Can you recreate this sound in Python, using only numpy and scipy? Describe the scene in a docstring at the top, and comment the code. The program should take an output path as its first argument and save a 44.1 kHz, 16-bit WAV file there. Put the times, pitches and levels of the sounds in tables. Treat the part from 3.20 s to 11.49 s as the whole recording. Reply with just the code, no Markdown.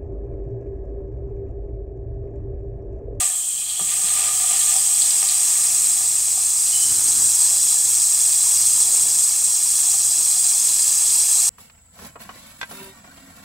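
"""A bright, steady sizzle: a knob of butter in a hot steel frying pan, heard from just above the stove.
Its water bursts out in thousands of tiny steam pops that ring the pan and blur in the kitchen.
A spoon first pushes the butter around; fat spits, the pan knocks, and two pairs of squeaks sound.
Faint bumps, rustles, a rumble and a mains hum lie underneath."""
import sys
import numpy as np
from scipy import signal
from scipy.fft import rfft, irfft, next_fast_len
from scipy.io import wavfile
from scipy.ndimage import uniform_filter1d

SR = 44100
rng = np.random.default_rng(int(sys.argv[2]) if len(sys.argv) > 2 else 0)


def inscribe(sig):
    """Save sig as 16-bit PCM at rate SR to the path in sys.argv[1].

    A 1-D sig is mono; a 2-D sig holds one channel per row.
    Samples are clipped to [-1, 1] before scaling.
    """
    pcm = np.round(np.clip(np.atleast_2d(sig).T, -1, 1) * 32767)
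    wavfile.write(sys.argv[1], SR, pcm.astype(np.int16))


N = 365677
TIME = np.arange(N) / SR

# how hard the butter boils: (time [s], level [dB])
BOIL = [(0, -17), (.14, -23), (.57, -24), (.6, -21), (.85, -19), (1.13, -19.5), (1.43, -17), (1.8, -17),
        (2.55, -17), (3.03, -19.5), (3.38, -18.5), (3.7, -16.5), (5, -16.5), (5.6, -16), (6.4, -18.5),
        (6.58, -16.3), (6.75, -17.5), (7.28, -17), (7.65, -16.5), (8.29, -16)]
# spoon pushes smearing the butter: (start [s], length [s], crackle [dB], pan ring [dB])
STROKES = [(0, .025, -32, -37), (.1, 0.053, -47, -46), (.7, 0.027, -34.5, -57), (.875, 0.014, -33.5, -44),
           (.97, 0.12, -35, -38), (1.2, 0.056, -41, -43.5), (1.31, 0.048, -34, -40), (1.41, .02, -39, -43),
           (1.49, 0.041, -34.5, -42)]
STROKE_ATTACK_S, STROKE_RELEASE_S = 0.024, 0.052


def undb(db):
    """Decibels to gain."""
    return 10 ** (np.asarray(db) / 20)


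def unit(x):
    """Scale to rms 1."""
    return x / np.sqrt(np.mean(x ** 2))


def follow(rows):
    """Gain along a (time [s], level [dB]) curve; fades outside its span."""
    times_s, db = np.transpose(rows)
    outside_s = np.maximum(times_s[0] - TIME, 0) + np.maximum(TIME - times_s[-1], 0)
    return undb(np.interp(TIME, times_s, db)) * np.exp(-10 * outside_s)


def swell(start_s, length_s, attack_s, release_s):
    """Envelope: rises to 1 at its start, holds, dies away."""
    before_s, after_s = np.maximum(start_s - TIME, 0), np.maximum(TIME - start_s - length_s, 0)
    return np.exp(-before_s / attack_s - after_s / release_s)


def swells(rows, attack_s, release_s, column=2):
    """Power sum of (start [s], length [s], levels [dB]...) envelopes; column picks the level."""
    gains = (undb(row[column]) * swell(row[0], row[1], attack_s, release_s) for row in rows)
    return np.sqrt(sum(gain ** 2 for gain in gains))


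def walk(rate_hz):
    """Smooth random wander; rms 1."""
    held = rng.standard_normal(N)[(TIME * rate_hz).astype(int)]
    return unit(uniform_filter1d(held, max(int(SR / rate_hz), 1)))


def pops(per_s, spread_db):
    """Impulses of random time and size; rms 1."""
    at = np.flatnonzero(rng.random(N) < per_s / SR)
    size, sign = np.minimum(rng.standard_normal(N)[at], 2), (-1) ** at
    return unit(np.bincount(at, sign * undb(spread_db * size), N))


def blows(rows):
    """One impulse per (time [s], level [dB]) row."""
    times_s, db = np.transpose(rows)
    return np.bincount((times_s * SR).astype(int), undb(db), N)[:N]


def through(x, response):
    """Convolve with an impulse response."""
    return signal.fftconvolve(x, response)[:len(x)]


def colour(points, size=4096):
    """Minimum-phase click with a (frequency [Hz], level [dB]) spectrum; peak 1."""
    hz, db = np.transpose(points)
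    log_hz = np.log(np.fft.rfftfreq(size, 1 / SR) + 1)
    log_gain = np.interp(log_hz, np.log(hz), np.log(undb(db)))
    cepstrum = irfft(log_gain)[:size // 2]
    cepstrum[1:] *= 2
    click = irfft(np.exp(rfft(cepstrum, size)))
    return click / np.abs(click).max()


def resonate(x, hz, width_hz):
    """One damped resonance, gain 1 at its centre."""
    return signal.lfilter(*signal.iirpeak(hz, hz / width_hz, fs=SR), x + np.finfo(float).eps)


def room(x, t60_s, wet_db):
    """Hard kitchen walls add a diffuse tail."""
    t = TIME[:SR // 2]
    tail = rng.standard_normal(len(t)) * undb(-60 * t / t60_s) * (t > .004)
    return x + undb(wet_db) * through(x, tail / np.linalg.norm(tail))


def scatter(hits, t60_s, wet_db):
    """Each impulse comes from its own spot, so gets its own diffuse tail from the walls."""
    decay = np.exp(-2 * np.log(1000) / (t60_s * SR))
    energy = signal.lfilter([1 - decay], [1, -decay], hits ** 2 + np.finfo(float).eps ** 2)
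    return hits + undb(wet_db) * np.sqrt(energy) * rng.standard_normal(N)


def hob_echo(x, lag_s, gain, cutoff_hz):
    """Nearby steel throws back a duller copy, which combs the hiss."""
    hz = np.fft.rfftfreq(next_fast_len(N + SR // 10), 1 / SR)
    echo = gain / (1 + (hz / cutoff_hz) ** 4) * np.exp(-2j * np.pi * hz * lag_s)
    size = 2 * (len(hz) - 1)
    return irfft(rfft(x, size) * (1 + echo), size)[:N]


def pan(x, cutoff_hz):
    """Pan modes driven through soft butter, which dulls each contact."""
    # steel pan modes: (frequency [Hz], width [Hz], level [dB])
    modes = [(740, 16, -8.5), (766, 27, -0.5), (1017, 140, -7), (1202, 39, 1.5), (1210, 110, -31),
             (1750, 98, -5)]
    push = signal.sosfilt(signal.butter(2, cutoff_hz, fs=SR, output="sos"), x + np.finfo(float).eps)
    # narrow modes hold their energy longer
    return sum(undb(db) * np.sqrt(SR / width_hz) * resonate(push, hz, width_hz)
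               for hz, width_hz, db in modes)


def ringing(resonances, per_s, spread_db, wet_db):
    """Each resonance is pinged by its own stream of pops; rms 1."""
    out = 0
    for hz, width_hz, db in resonances:
        stream = scatter(pops(per_s, spread_db), t60_s=0.074, wet_db=wet_db)
        out = out + undb(db) * unit(resonate(stream, hz, width_hz))
    return unit(out)


def chirps(rows, t60_s, rise, size=2048):
    """Bubbles (time [s], level [dB], pitch [Hz]) ring briefly and glide up as they surface."""
    t, out = TIME[:size], np.zeros(N + size)
    envelope = undb(-60 * t / t60_s) * (1 - np.exp(-t / .0004))
    for start_s, db, hz in rows:
        start = int(np.clip(start_s * SR, 0, N - 1))
        phase = 2 * np.pi * hz * t * (1 + rise * t / t60_s)
        out[start:start + size] += undb(db) * envelope * np.sin(phase)
    return out[:N]


def background(hum_hz=100.3, hum_db=-56.5):
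    """Low kitchen rumble and a wavering mains hum, both fainter at first."""
    # kitchen rumble spectrum: (frequency [Hz], level [dB])
    spectrum = [(20, -40), (48, -19), (75, 0), (135, 2.5), (185, 1), (220, -11), (290, -1), (450, -2.5),
                (800, -14), (3000, -17.5)]
    rumble = unit(through(rng.standard_normal(N), colour(spectrum)))
    rumble *= undb(-52.5 + 1.3 * walk(rate_hz=3.7))
    hum = np.sqrt(2) * np.sin(2 * np.pi * hum_hz * TIME) * undb(hum_db + 1.5 * walk(rate_hz=5))
    return (rumble + hum) * undb(np.interp(TIME, [.5, .7], [-5, 0]))


def rustles(attack_s=0.067, release_s=0.052):
    """Soft friction: dull rubs close by, lighter brushes against the stove."""
    # friction spectra: (frequency [Hz], level [dB])
    rub_spectrum = [(30, -28), (70, 1), (120, -1.5), (200, -8.5), (290, -2), (550, -16.5), (1700, -10.5),
                    (4000, -40)]
    brush_spectrum = [(150, -20), (330, -1), (550, 1), (900, -15), (2000, -10), (4000, -36)]
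    # contacts: (start [s], length [s], level [dB])
    rubs = [(3.7, 0.077, -44), (3.86, 0.2, -43.5), (7.0, .01, -47)]
    brushes = [(5.73, 0.032, -48.5), (5.85, .02, -51)]
    rub = unit(through(pops(per_s=410, spread_db=-1.5), colour(rub_spectrum)))
    brush = unit(through(pops(per_s=1100, spread_db=3), colour(brush_spectrum)))
    return rub * swells(rubs, attack_s, release_s) + brush * swells(brushes, attack_s, release_s)


def bumps():
    """Dull bumps on the stove."""
    # impacts: (time [s], level [dB])
    hits = [(.606, -29.5), (.835, -38), (1.297, -44), (5.838, -42)]
    # thud spectrum: (frequency [Hz], level [dB])
    thud = [(45, -41), (100, -15), (150, 0), (190, 9.5), (240, -18), (370, -1), (550, -17), (1500, -31.5)]
    return through(scatter(blows(hits), t60_s=0.26, wet_db=7), colour(thud)) * undb(0.5)


def knocks():
    """The spoon, or steam escaping under the butter, rings the pan in short flurries of contacts."""
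    # blows on the pan: (time [s], level [dB])
    hits = [(0.596, -18), (1.31, -24), (1.556, -22), (2.028, -21.5), (2.807, -27), (3.175, -25),
            (4.337, -27.5), (6.67, -31.5), (6.74, -26.5), (7.837, -30)]
    return pan(scatter(blows(hits), t60_s=0.2, wet_db=-3.5), cutoff_hz=990) * undb(5.5)


def spits():
    """Fat spits: a spray plus one bubble's ring."""
    # spits: (time [s], level [dB], bubble pitch [Hz])
    bursts = [(0.4952, -25, 3220), (0.884, -23, 3190), (1.41, -20, 3190), (1.6637, -25.5, 3270),
              (1.812, -19, 4250), (1.8205, -17, 4800), (1.838, -21, 4250), (1.9066, -18, 4900),
              (2.0867, -18, 4770), (2.096, -20, 4300), (3.4655, -22, 4800), (3.915, -22, 3970),
              (5.127, -21, 4900), (7.487, -22, 5000), (7.898, -18, 4940)]
    # spray spectrum: (frequency [Hz], level [dB])
    spectrum = [(1200, -44), (2800, 1), (4200, 14), (5500, -5), (8000, -8), (15000, -23)]
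    hits = blows(np.array(bursts)[:, :2])
    spray = through(scatter(hits, t60_s=.19, wet_db=6.5), colour(spectrum))
    bubbles = room(chirps(bursts, t60_s=0.05, rise=0.016), t60_s=.2, wet_db=-7)
    return (spray + bubbles) * undb(-3)


def squeaks():
    """Thin, wavering whistles: sliding butter, later probably steam squeezing out under it."""
    # whistles: (start [s], length [s], level [dB], pitch [Hz], glide [Hz/s])
    whistles = [(0.286, 0.022, -49, 2540, -900), (0.392, 0.038, -49, 2460, -900),
                (3.53, 0.12, -36.5, 3045, 300), (3.67, .05, -43.5, 3005, 300)]
    out = 0
    for start_s, length_s, db, hz, hz_per_s in whistles:
        pitch_hz = hz + hz_per_s * np.clip(TIME - start_s, 0, length_s) + 48 * walk(rate_hz=130)
        tone = np.sqrt(2) * np.sin(2 * np.pi * np.cumsum(pitch_hz) / SR)
        tone *= undb(2.5 * walk(rate_hz=70) - 1)
        out = out + tone * undb(db) * swell(start_s, length_s, attack_s=.007, release_s=.005)
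    return room(out, t60_s=0.71, wet_db=-4.5)


def sliding(column):
    """Gain from the butter's motion: spoon pushes on top of a slowing glide."""
    # butter gliding on its melt, then settling: (start [s], length [s], crackle [dB], pan ring [dB])
    glides = [(.85, .45, -42.5, -44.5), (1.95, 0.36, -39, -47.5)]
    pushes = swells(STROKES, STROKE_ATTACK_S, STROKE_RELEASE_S, column)
    return np.hypot(swells(glides, attack_s=0.37, release_s=1, column=column), pushes)


def stirring():
    """Fresh butter crackles where smeared; the sliding spoon makes the pan ring and sing."""
    # smeared butter spectrum: (frequency [Hz], level [dB])
    smear = [(500, -19), (1400, -13.5), (2000, -3.5), (2600, -0.5), (3300, -1), (4200, -2), (5200, -7),
             (9000, -31)]
    # resonances of the greasy steel: (frequency [Hz], width [Hz], level [dB])
    sing_modes = [(2520, 150, -10), (3193, 180, 5), (3390, 55, -4), (4070, 200, -2), (4570, 140, -4.5)]
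    # singing under the spoon: (time [s], level [dB])
    sing_levels = [(0, -44), (.36, -40.5), (.54, -35.5), (.85, -43), (1.2, -38), (1.85, -43), (2.1, -41)]
    crackle = scatter(pops(per_s=1500, spread_db=5.5), t60_s=0.21, wet_db=-3)
    crackle = hob_echo(through(crackle, colour(smear)), lag_s=0.00117, gain=0.15, cutoff_hz=6500)
    crackle = unit(crackle) * sliding(column=2)
    scrape = unit(pan(pops(per_s=1500, spread_db=0), cutoff_hz=2410)) * sliding(column=3)
    sing = ringing(sing_modes, per_s=1600, spread_db=2.5, wet_db=-13) * follow(sing_levels)
    return room(crackle + scrape + sing, t60_s=0.1, wet_db=-10)


def froth(surge, melt_s=1.18, growth_db_per_s=0.19):
    """Larger bubbles: they come in as the butter melts and spreads, and when the spoon squeezes it."""
    # resonances of fat and pan: (frequency [Hz], width [Hz], level [dB])
    modes = [(736, 68, -20), (950, 147, -18.5), (1220, 67, -19.5), (1749, 70, -22.5), (2285, 340, -18.5),
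             (2650, 220, -15.5), (3260, 110, -16), (3435, 105, -13.5), (4036, 110, -9.5), (4273, 70, -10.5),
             (4863, 106, -5), (5080, 220, -6), (5605, 140, -2.5), (5770, 170, -2), (6520, 390, 3)]
    melted = follow(BOIL) * undb(-10.5 - 7.5 * np.exp(-TIME / melt_s) + growth_db_per_s * TIME)
    squeezed = swells(STROKES, STROKE_ATTACK_S, STROKE_RELEASE_S) * undb(-1)
    bubbles = ringing(modes, per_s=500, spread_db=4.5, wet_db=-3)
    return bubbles * undb(0.3 * surge) * np.hypot(melted, squeezed)


def pings(centre_hz, log_spread, spread_db, count=1400):
    """Pitched bubbles of random size, fainter away from the centre pitch; rms 1."""
    times_s = rng.random(count) * N / SR
    detune, strength = np.clip(rng.standard_normal((count, 2)), -2, 2).T
    db = spread_db * strength - 4 * detune ** 2
    hz = centre_hz * np.exp(log_spread * detune)
    return unit(chirps(zip(times_s, db, hz), t60_s=0.04, rise=0.015))


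def fizz(surge):
    """Tiny steam bubbles burst into a hiss dotted with pings."""
    # fizz spectrum: (frequency [Hz], level [dB])
    spectrum = [(600, -46.5), (2500, -40.5), (5200, -36), (6300, -17.5), (7200, -7.5), (7700, -5),
                (8150, -0.5), (8700, -4.5), (9500, -12), (10300, -16.5), (12500, -22), (15500, -25)]
    bursts = scatter(pops(per_s=12000, spread_db=4), t60_s=0.11, wet_db=-8.5)
    bursts *= undb(0.21 * surge + 0.44 * walk(rate_hz=90))
    hiss = unit(through(bursts, colour(spectrum)))
    hiss += undb(-9.5) * pings(centre_hz=7945, log_spread=0.0845, spread_db=0.5)
    return unit(hob_echo(hiss, lag_s=.001231, gain=0.28, cutoff_hz=7900)) * follow(BOIL)


def sizzle():
    """Water boils out of the butter; fizz and froth share the same little surges."""
    surge = walk(rate_hz=14)
    return room(fizz(surge) + froth(surge), t60_s=0.13, wet_db=-14.5)


def scene():
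    """All sources, the same in both ears."""
    mono = squeaks() + sizzle() + stirring() + spits() + knocks() + bumps() + rustles() + background()
    return np.array([mono, mono])


def record(dry):
    """Steep low-pass on the top treble."""
    cutoff_hz = 15680
    return signal.sosfilt(signal.ellip(12, .1, 90, cutoff_hz, fs=SR, output="sos"), dry)


dry = scene()
out = record(dry)
inscribe(out)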